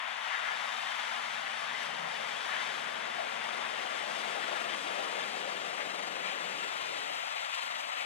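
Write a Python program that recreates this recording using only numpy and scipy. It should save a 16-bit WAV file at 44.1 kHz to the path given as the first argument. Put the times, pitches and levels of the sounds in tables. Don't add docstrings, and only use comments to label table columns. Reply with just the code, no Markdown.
import sys
import numpy as np
from scipy import signal
from scipy.io import wavfile
from scipy.ndimage import uniform_filter1d

SR = 44100
rng = np.random.default_rng(int(sys.argv[2]) if len(sys.argv) > 2 else 0)


def generate_wav(sig):
    pcm = np.round(np.clip(np.atleast_2d(sig).T, -1, 1) * 32767).astype(np.int16)
    wavfile.write(sys.argv[1], SR, pcm)


N = 355313

# time in seconds, firings per second.
ENGINE_SPEED = [(0, 109), (.7, 107.4), (1.5, 103.5), (2, 102.1), (2.5, 101.7), (3, 102.6), (3.55, 104.3),
                (4, 102.4), (4.5, 100.8), (5, 98.8), (5.5, 96.2), (6, 93.7), (6.5, 92), (7, 90.3),
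                (8.06, 86.5)]
# time in seconds, share turned away 0-1.
MIC_TURN = [(0, 0.04), (2, 0.04), (3.3, 0.27), (4.3, .5), (5.2, 0.66), (6.4, 0.88), (8.06, 1)]

HUM_ORDERS = [3, 3.9, 4.5, 6, 6.5]
# top level in dB, loudest time in seconds, fall 2 s either side in dB, wander in Hz.
HUM_LINES = [(-69.5, 4.7, 11, 2.2), (-68.5, 1.46, 33, 1.3), (-61, 3.4, 5, 4.3), (-61, 3.1, 2, 1.6),
             (-56, 2, 3, 4)]
# peak time in seconds, pitch in Hz, level in dB, 1/e half-length in seconds.
GROANS = [(.75, 168, -61, 0.32), (1.3, 163, -60, .15), (2.033, 159.5, -51.5, 0.19), (2.0, 188, -55, .15),
          (4.85, 183.6, -59, .15), (6.5, 166.7, -61, .15)]
# time in seconds, pitch in Hz, level in dB.
WHISTLES = [
    [(0, 12200, -77), (.25, 12400, -75), (.5, 12700, -80), (.7, 12850, -75), (.95, 13050, -72),
     (1.2, 13450, -73), (1.5, 14100, -74), (1.75, 14700, -86)],
    [(1.45, 9100, -75), (1.6, 9300, -65), (1.75, 9600, -71), (1.9, 9950, -84), (2.1, 10400, -70),
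     (2.25, 10700, -78), (2.5, 11150, -69), (2.62, 11350, -78), (2.75, 11500, -72), (3.1, 11700, -83),
     (4.5, 11600, -85)],
]

# time in seconds, level in dB before each mode's random share.
CLANGS = [(.305, -35), (.342, -32), (.45, -37), (.483, -33), (1.746, -30), (2.515, -34), (2.6, -34),
          (2.74, -38), (4.435, -39), (4.55, -36)]
# pitch in Hz, level in dB re the knock, 60 dB decay time in seconds.
HOUSING_MODES = [(785, -14, .08), (1381, 3, 0.095), (1703, -1.5, 0.12), (2050, -1.5, 0.082),
                 (2424, -16, 0.066), (3240, -6, .05)]
# start in seconds, treble change at the start in dB, decay in seconds.
TREBLE_BURSTS = [(1.805, -1, .03), (7.544, 8, .022), (7.615, 3, .04), (7.78, 5, .015), (7.985, 5, .025)]

# time in seconds, roar in dB re ROAR_DB, treble chip stream and low drum growl in dB re the roar.
LOAD = [(0, 0.5, -5, -2.5), (.3, 0, -0.5, -0.5), (1.0, 1, 1, -1), (1.4, 0, 0.5, -2), (1.7, -0.5, 0.5, -0.5),
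        (2.0, -1.1, 0, 1), (2.2, -0.3, 0.5, -0.3), (2.6, -0.5, 2, 0), (2.95, -1, -0.3, 1.5),
        (3.95, -0.1, 0.6, 2.2), (4.15, -0.5, 2.5, 3), (4.6, 0, 1.5, 3.5), (5.1, -0.7, 2, 4.5),
        (5.4, -1.4, 2, 4), (6.1, -2, 1.5, 4.5), (6.4, -0.5, 1, 1.5), (7.2, -0.85, 1.6, 3.5),
        (8.06, -0.5, 0, 3.5)]
# peak time in seconds, centre in Hz,
# 1/e half-width in octaves, level in dB, 1/e half-length in seconds.
SURGES = [(0.333, 1770, 1.2, 4, 0.05), (0.475, 1800, .5, 4.5, 0.04), (1.82, 9000, 2.7, 4, .04),
          (2.05, 160, 0.24, 11, 0.3), (2.53, 1900, 0.91, 3, 0.032), (2.62, 2500, 2, 1.5, 0.16),
          (1.0, 1900, 1, 0.5, 0.068), (2.165, 3000, 0.72, 2, .015), (3.65, 1500, 0.72, 3.5, .02),
          (4.723, 2600, 1.1, 2, .03), (4.827, 1500, 1.4, -2.5, 0.018), (5.22, 2000, 1.1, 2, .02),
          (7.53, 300, 0.57, -3, 0.091), (1.4, 350, .4, -1, .3), (1.7, 3280, .4, 4, 0.027),
          (1.75, 1900, .5, 0.5, 0.021), (3.426, 2500, 2.2, 1.5, 0.02), (3.697, 3200, 0.71, 0, .06),
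          (3.214, 700, 0.2, 8, 0.027), (4.436, 1800, 0.33, 9, 0.012), (4.527, 700, 0.82, 3, 0.026),
          (4.997, 625, 0.3, 5, 0.03), (5.197, 536, 0.31, 6.5, 0.054), (5.805, 1970, .6, 5, 0.023),
          (6.287, 2200, 1.7, 3.5, 0.034), (6.55, 165, .3, 10, 0.091), (7.388, 2500, 1.4, 4, .015),
          (7.55, 2500, 1.3, 4, 0.022), (7.61, 2900, .8, 2.5, 0.03), (7.852, 2500, 2, -1.5, 0.017),
          (7.999, 2460, 0.5, 6.5, 0.02)]
# frequency in Hz, left level in dB re ROAR_DB,
# left minus right in dB, likeness of the ports 0-1, left lead in radians.
FACING = [(686, 1.5, 10, 0.79, 2.85), (936, 0, 13.5, 0.03, 3.9), (1030, -2.5, 4.5, 0.4, 0.24),
          (1196, -1.0, 6.0, 0.24, 1.72), (1960, -1, 12, 0.42, 6), (2550, -5, 12, 0.38, 6.4),
          (3330, -6.5, 7, 0.74, 6.6), (3800, -9.5, 3.5, 0.74, 6.9), (3840, -15.5, 5, 0.59, 5.9),
          (4130, -17.5, -0.5, 0.9, 7.3), (4480, -16.5, 2, 0.56, 8.14), (5300, -18.5, 5.0, 0.64, 8.3),
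          (5540, -19.5, 9, 0.6, 9.7), (5950, -18, 8, 0.5, 5.4), (6130, -21.0, 7.5, 0, 7.5),
          (8240, -25.5, 6, 0.56, 8.1), (8530, -25.5, 7, 0.4, 8.9), (9040, -26.5, 12, 0.11, 6.2),
          (9500, -30.5, 5, 0.4, 7.5), (12490, -39.5, 4.0, 0.27, 8.6), (12660, -37, 6.0, 0.13, 8.7),
          (14130, -43.0, 0.5, 0.47, 9.2), (14990, -55, -0.5, 0.27, 9.2)]
HALF_TURNED = [(705, 1.5, 12.5, 0.94, 2.85), (950, -2.5, 9.5, 0.29, 3.5), (1120, -1.0, 8.0, 0.62, 1.7),
               (1210, -0.5, 9.5, 0.79, 2.2), (1900, -2, 10.5, 0.53, 5.0), (2500, -3, 15.5, 0.28, 6.6),
               (3010, -4.5, 11, 0.61, 7), (3330, -5.0, 9, 0.55, 6.4), (3630, -8, 7.5, 0.61, 6.3),
               (4090, -16, 0.5, 0.59, 7.8), (4360, -16.5, 2.5, 0.93, 8.3), (5000, -16.0, 6, 0.67, 8.4),
               (5340, -20, 5, 0.84, 8.5), (5700, -19, 9, 0.47, 9.5), (5940, -18.0, 9.5, 0.19, 9.4),
               (6370, -21, 9, 0.27, 7.5), (8530, -22.5, 9.0, 0.43, 8.4), (8870, -22, 11.5, 0.13, 9.1),
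               (9600, -29.5, 5.0, 0.38, 8.3), (12400, -37, 2.0, 0.48, 9.5), (13090, -36.0, 4.0, 0.4, 9.5),
               (13610, -40.0, 1.5, 0.39, 9.5), (14990, -48.0, -0.5, 0.08, 9.5)]
TURNED = [(686, -1.5, 8, 0.92, 2.97), (1030, -4, 9.5, 0.89, 1.9), (1290, 0, 6, 0.92, 3.1),
          (1610, -5, 6.5, 0.78, 3.05), (1870, -2, 7.5, 0.77, 4.3), (2330, -2.5, 17.5, 0.11, 2.9),
          (2760, -3.0, 14, 0.41, 9.4), (2900, -3, 14, 0.8, 7.1), (3530, -7.5, 12.5, 0.55, 8),
          (3930, -11.5, 2, 0.95, 8.1), (4560, -15, 2.5, 0.88, 9.2), (5700, -21.5, 2.0, 0.86, 9.8),
          (6060, -17, 8, 0.77, 10.7), (6700, -22, 9.5, 0.65, 10.8), (7100, -17.5, 11, 0.6, 9.7),
          (8760, -23, 9, 0.59, 10), (9470, -27, 7.0, 0.49, 9.8), (10420, -31, 8.0, 0.54, 9.9),
          (10850, -34.0, 4.0, 0.45, 9.0), (11200, -37, -3, 0.41, 11), (11890, -35.5, 0, 0.41, 11.1),
          (14470, -45, 1, 0.28, 12.6), (14990, -46.5, 1.0, 0.54, 12.6)]
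BASS = [(80, -33, 1.1, .65, .9), (119, -34, 3, .7, 2.02), (155, -8, 4.2, 0.83, 1.4),
        (201, -16, 7.2, 0.73, 2.86), (351, -13, 6.6, 0.95, 2.1), (565, -3, 7.8, 0.88, 2.24)]

# time in seconds, left and right corners in octaves above 100 Hz, mono bass in dB.
WIND_CUT = [(0, 2.53, 2.56, -17), (.45, 2.35, 2.28, -14.5), (1.1, 2.08, 1.8, -12), (1.67, 1.8, 1.54, -10.5),
            (2.58, 1.48, 0.95, -9.5), (3.45, 1.2, 0.81, -11), (4.08, 0.85, 1, -13), (5.3, 0.59, 1.03, -14),
            (6.66, 1.6, 1.1, -11), (7.18, 2.53, 2.3, -18), (7.62, 2.48, 2.15, -17.5)]
# frequency in Hz, level in dB re the mono bass, phase in radians.
BYPASS = [(40, -1, -0.29), (101, 6.5, 0.97), (175, -0.5, 0.3), (280, 6, 0.12), (418, -3.5, -0.79),
          (770, -21, -0.96)]

HOP, FRAME = 256, 1024
HUM_PAN_DB, HUM_LEAD_RAD = 11, 0.95
HUM_STEADY = 7
FAN_OVERTONE_DB, FAN_TURNED_DB = -56, -14
LUMPS_PER_S, LUMPS_DB = 60, -49.5
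KNIFE_HZ, KNIFE_DEPTH_FACING, KNIFE_DEPTH_TURNED = 23.2, .03, .09
KNOCK_ABOVE_HZ, KNOCK_DEPTH, KNOCK_DECAY_FIRINGS = 4000, 0.27, .12
ROAR_DB = -23.5
FLUTTER = 0.02
STEP_S = 0.15
EDGE_HZ = 15600


def gain_of(db):
    return 10 ** (np.asarray(db) / 20)


def evened(x):
    return x / np.sqrt(np.mean(abs(x) ** 2) + 1e-20)


def columns(rows, at, warp=lambda v: v):
    key, *rest = np.transpose(rows)
    return np.array([np.interp(warp(at), warp(key), c) for c in rest])


def steps(rows, at):
    rows = np.array(rows)
    slid = np.clip((at - rows[1:, :1]) / STEP_S + .5, 0, 1)
    return rows[0, 1:, None] + np.diff(rows[:, 1:], axis=0).T @ slid


def to_frames(x):
    return signal.stft(x, SR, nperseg=FRAME, noverlap=FRAME - HOP)


def to_sound(z):
    return signal.istft(z, SR, nperseg=FRAME, noverlap=FRAME - HOP)[1][..., :N]


def wavering(hz, blur_hz, steady=2.5):
    r = np.exp(-np.pi * blur_hz / SR)
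    noise = rng.standard_normal(N) + 1j * rng.standard_normal(N)
    wander = evened(signal.lfilter([1], [1, -2 * r, r * r], noise))
    carrier = np.exp(2j * np.pi * np.cumsum(hz) / SR)
    return np.sqrt(2) * evened((steady + wander) * carrier)


def groans(t):
    out = 0
    for at, hz, db, long in GROANS:
        out = out + gain_of(db) * np.sqrt(2) * np.exp(2j * np.pi * hz * t - ((t - at) / long) ** 2)
    return out


def hum(t):
    shaft_hz = columns(ENGINE_SPEED, t)[0] / 3
    left = groans(t)
    for order, (top_db, at, fall_db, blur_hz) in zip(HUM_ORDERS, HUM_LINES):
        level_db = top_db - fall_db * ((t - at) / 2) ** 2
        left = left + gain_of(level_db) * wavering(order * shaft_hz, blur_hz, steady=HUM_STEADY)
    right = gain_of(-HUM_PAN_DB) * np.exp(-1j * HUM_LEAD_RAD) * left
    return np.array([left, right]).real


def fan_overtone(t):
    db = FAN_OVERTONE_DB + FAN_TURNED_DB * columns(MIC_TURN, t)[0]
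    return gain_of(db) * wavering(columns(ENGINE_SPEED, t)[0] * 13 / 3, 2.5).real


def turbo(t):
    out = np.zeros(N)
    for rows, blur_hz in zip(WHISTLES, (280, 85)):
        hz, db = columns(rows, t)
        sounding = (t >= rows[0][0]) * (t <= rows[-1][0])
        out += gain_of(db) * sounding * wavering(hz, blur_hz, .2).real
    return out


def housing():
    patter_db = LUMPS_DB + 2.9 * np.minimum(rng.exponential(1, N), 3)
    lumps = (rng.random(N) < LUMPS_PER_S / SR) * gain_of(patter_db)
    for at, db in CLANGS:
        lumps[round(at * SR)] = gain_of(db)
    where = np.flatnonzero(lumps)
    t = np.arange(6000) / SR
    onset = np.minimum(t / .003, 1)
    out = np.zeros(N)
    for hz, db, t60 in HOUSING_MODES:
        hits = np.zeros(N)
        hits[where] = lumps[where] * rng.uniform(0.21, 1.8, len(where))
        ring = gain_of(db - 60 * t / t60) * onset * np.sin(2 * np.pi * hz * t)
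        out += signal.oaconvolve(hits, ring)[:N]
    return out


def clatter(t):
    firing_phase = np.cumsum(columns(ENGINE_SPEED, t)[0]) / SR % 1
    away = columns(MIC_TURN, t)[0]
    chop_depth = KNIFE_DEPTH_FACING + away * (KNIFE_DEPTH_TURNED - KNIFE_DEPTH_FACING)
    chop = chop_depth * wavering(KNIFE_HZ + 0 * t, 3.1, steady=1).real
    throb = 1 + 0.13 * np.exp(-firing_phase / 0.5) + chop

    ticks = gain_of(2.55 * np.minimum(rng.exponential(1, (2, N)), 4))
    ticks = ticks * (rng.random((2, N)) < 2500 / SR)
    ticks = ticks * rng.choice([-1., 1.], (2, N))
    air = rng.standard_normal((2, N))
    streams = throb * (air + 0.3 * evened(ticks))

    high_pass = signal.butter(2, KNOCK_ABOVE_HZ, "high", fs=SR, output="sos")
    treble = signal.sosfilt(high_pass, streams)
    knock = np.exp(-firing_phase / KNOCK_DECAY_FIRINGS)
    bursts = 0
    for at, db, decay in TREBLE_BURSTS:
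        bursts = bursts + (gain_of(db) - 1) * (t > at) * np.exp(-abs(t - at) / decay)
    return streams + (KNOCK_DEPTH * (knock - knock.mean()) + bursts) * treble


def load_db(hz, s):
    roar_db, chips_db, growl_db = columns(LOAD, s)
    octave = np.log2(hz[:, None] + 1)
    treble = np.clip(octave - np.log2(2500), 0, 1)
    low = np.clip((np.log2(1300) - octave) / 1.2, 0, 1)
    clumps = evened(uniform_filter1d(rng.standard_normal(len(s)), size=6))
    patches = uniform_filter1d(rng.standard_normal((len(hz), len(s))), size=3, axis=0)
    patches = evened(uniform_filter1d(patches, size=8, axis=1))
    surges = 0
    for at, centre_hz, wide, db, long in SURGES:
        off_pitch = (octave - np.log2(centre_hz)) / wide
        surges = surges + db * np.exp(-off_pitch ** 2 - ((s - at) / long) ** 2)
    return ROAR_DB + roar_db + treble * (chips_db + 0.5 * clumps) + low * growl_db + 1.22 * patches + surges


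def roar(t, tones):
    hz, s, z = to_frames(clatter(t))
    away = np.clip(columns(MIC_TURN, s)[0], 0, 1)
    near, half, far = (columns(BASS + rows, hz + 1, np.log)[..., None]
                       for rows in (FACING, HALF_TURNED, TURNED))
    first_half, second_half = np.minimum(2 * away, 1), np.maximum(2 * away - 1, 0)
    left_db, pan_db, same, lead = near + first_half * (half - near) + second_half * (far - half)
    same = np.clip(same, 0, 1)
    level = gain_of(left_db + load_db(hz, s))
    tone = to_frames(tones)[2]
    flutter = evened(uniform_filter1d(rng.standard_normal(len(s)), size=30))
    across = gain_of(-pan_db) * np.exp(-1j * lead * (1 + FLUTTER * flutter))
    right_stream = same * z[0] + np.sqrt(1 - same ** 2) * z[1]
    left = level * z[0] + tone
    right = across * (level * right_stream + tone)
    return to_sound(np.array([left, right]))


def wind_filter(x):
    hz, s, z = to_frames(x)
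    *octaves, mono_db = steps(WIND_CUT, s)
    corner_hz = 100 * 2 ** np.array(octaves)[:, None]
    u = 1j * hz[:, None] / corner_hz
    high = u ** 3 / ((u + 1) * (u * u + u + 1))
    colour_db, phase = columns(BYPASS, hz + 1, np.log)[..., None]
    bass = gain_of(colour_db + mono_db) * np.exp(1j * phase) * z[0]
    return to_sound(high * z + bass)


def scene():
    t = np.arange(N) / SR
    tones = turbo(t) + fan_overtone(t) + housing()
    return wind_filter(roar(t, tones) + hum(t))


def record(dry):
    ceiling = .09
    out = dry / (1 + (dry / ceiling) ** 4) ** .25
    out = signal.sosfilt(signal.butter(2, 70, "high", fs=SR, output="sos"), out)
    rumble = signal.lfilter([1], [1, -.985], rng.standard_normal((2, N)))
    out = out + gain_of(-85) * evened(rumble)
    band_limit = signal.firwin(511, EDGE_HZ, window=("kaiser", 9), fs=SR)
    return signal.oaconvolve(out, band_limit[None], "same")


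dry = scene()
out = record(dry)
generate_wav(out)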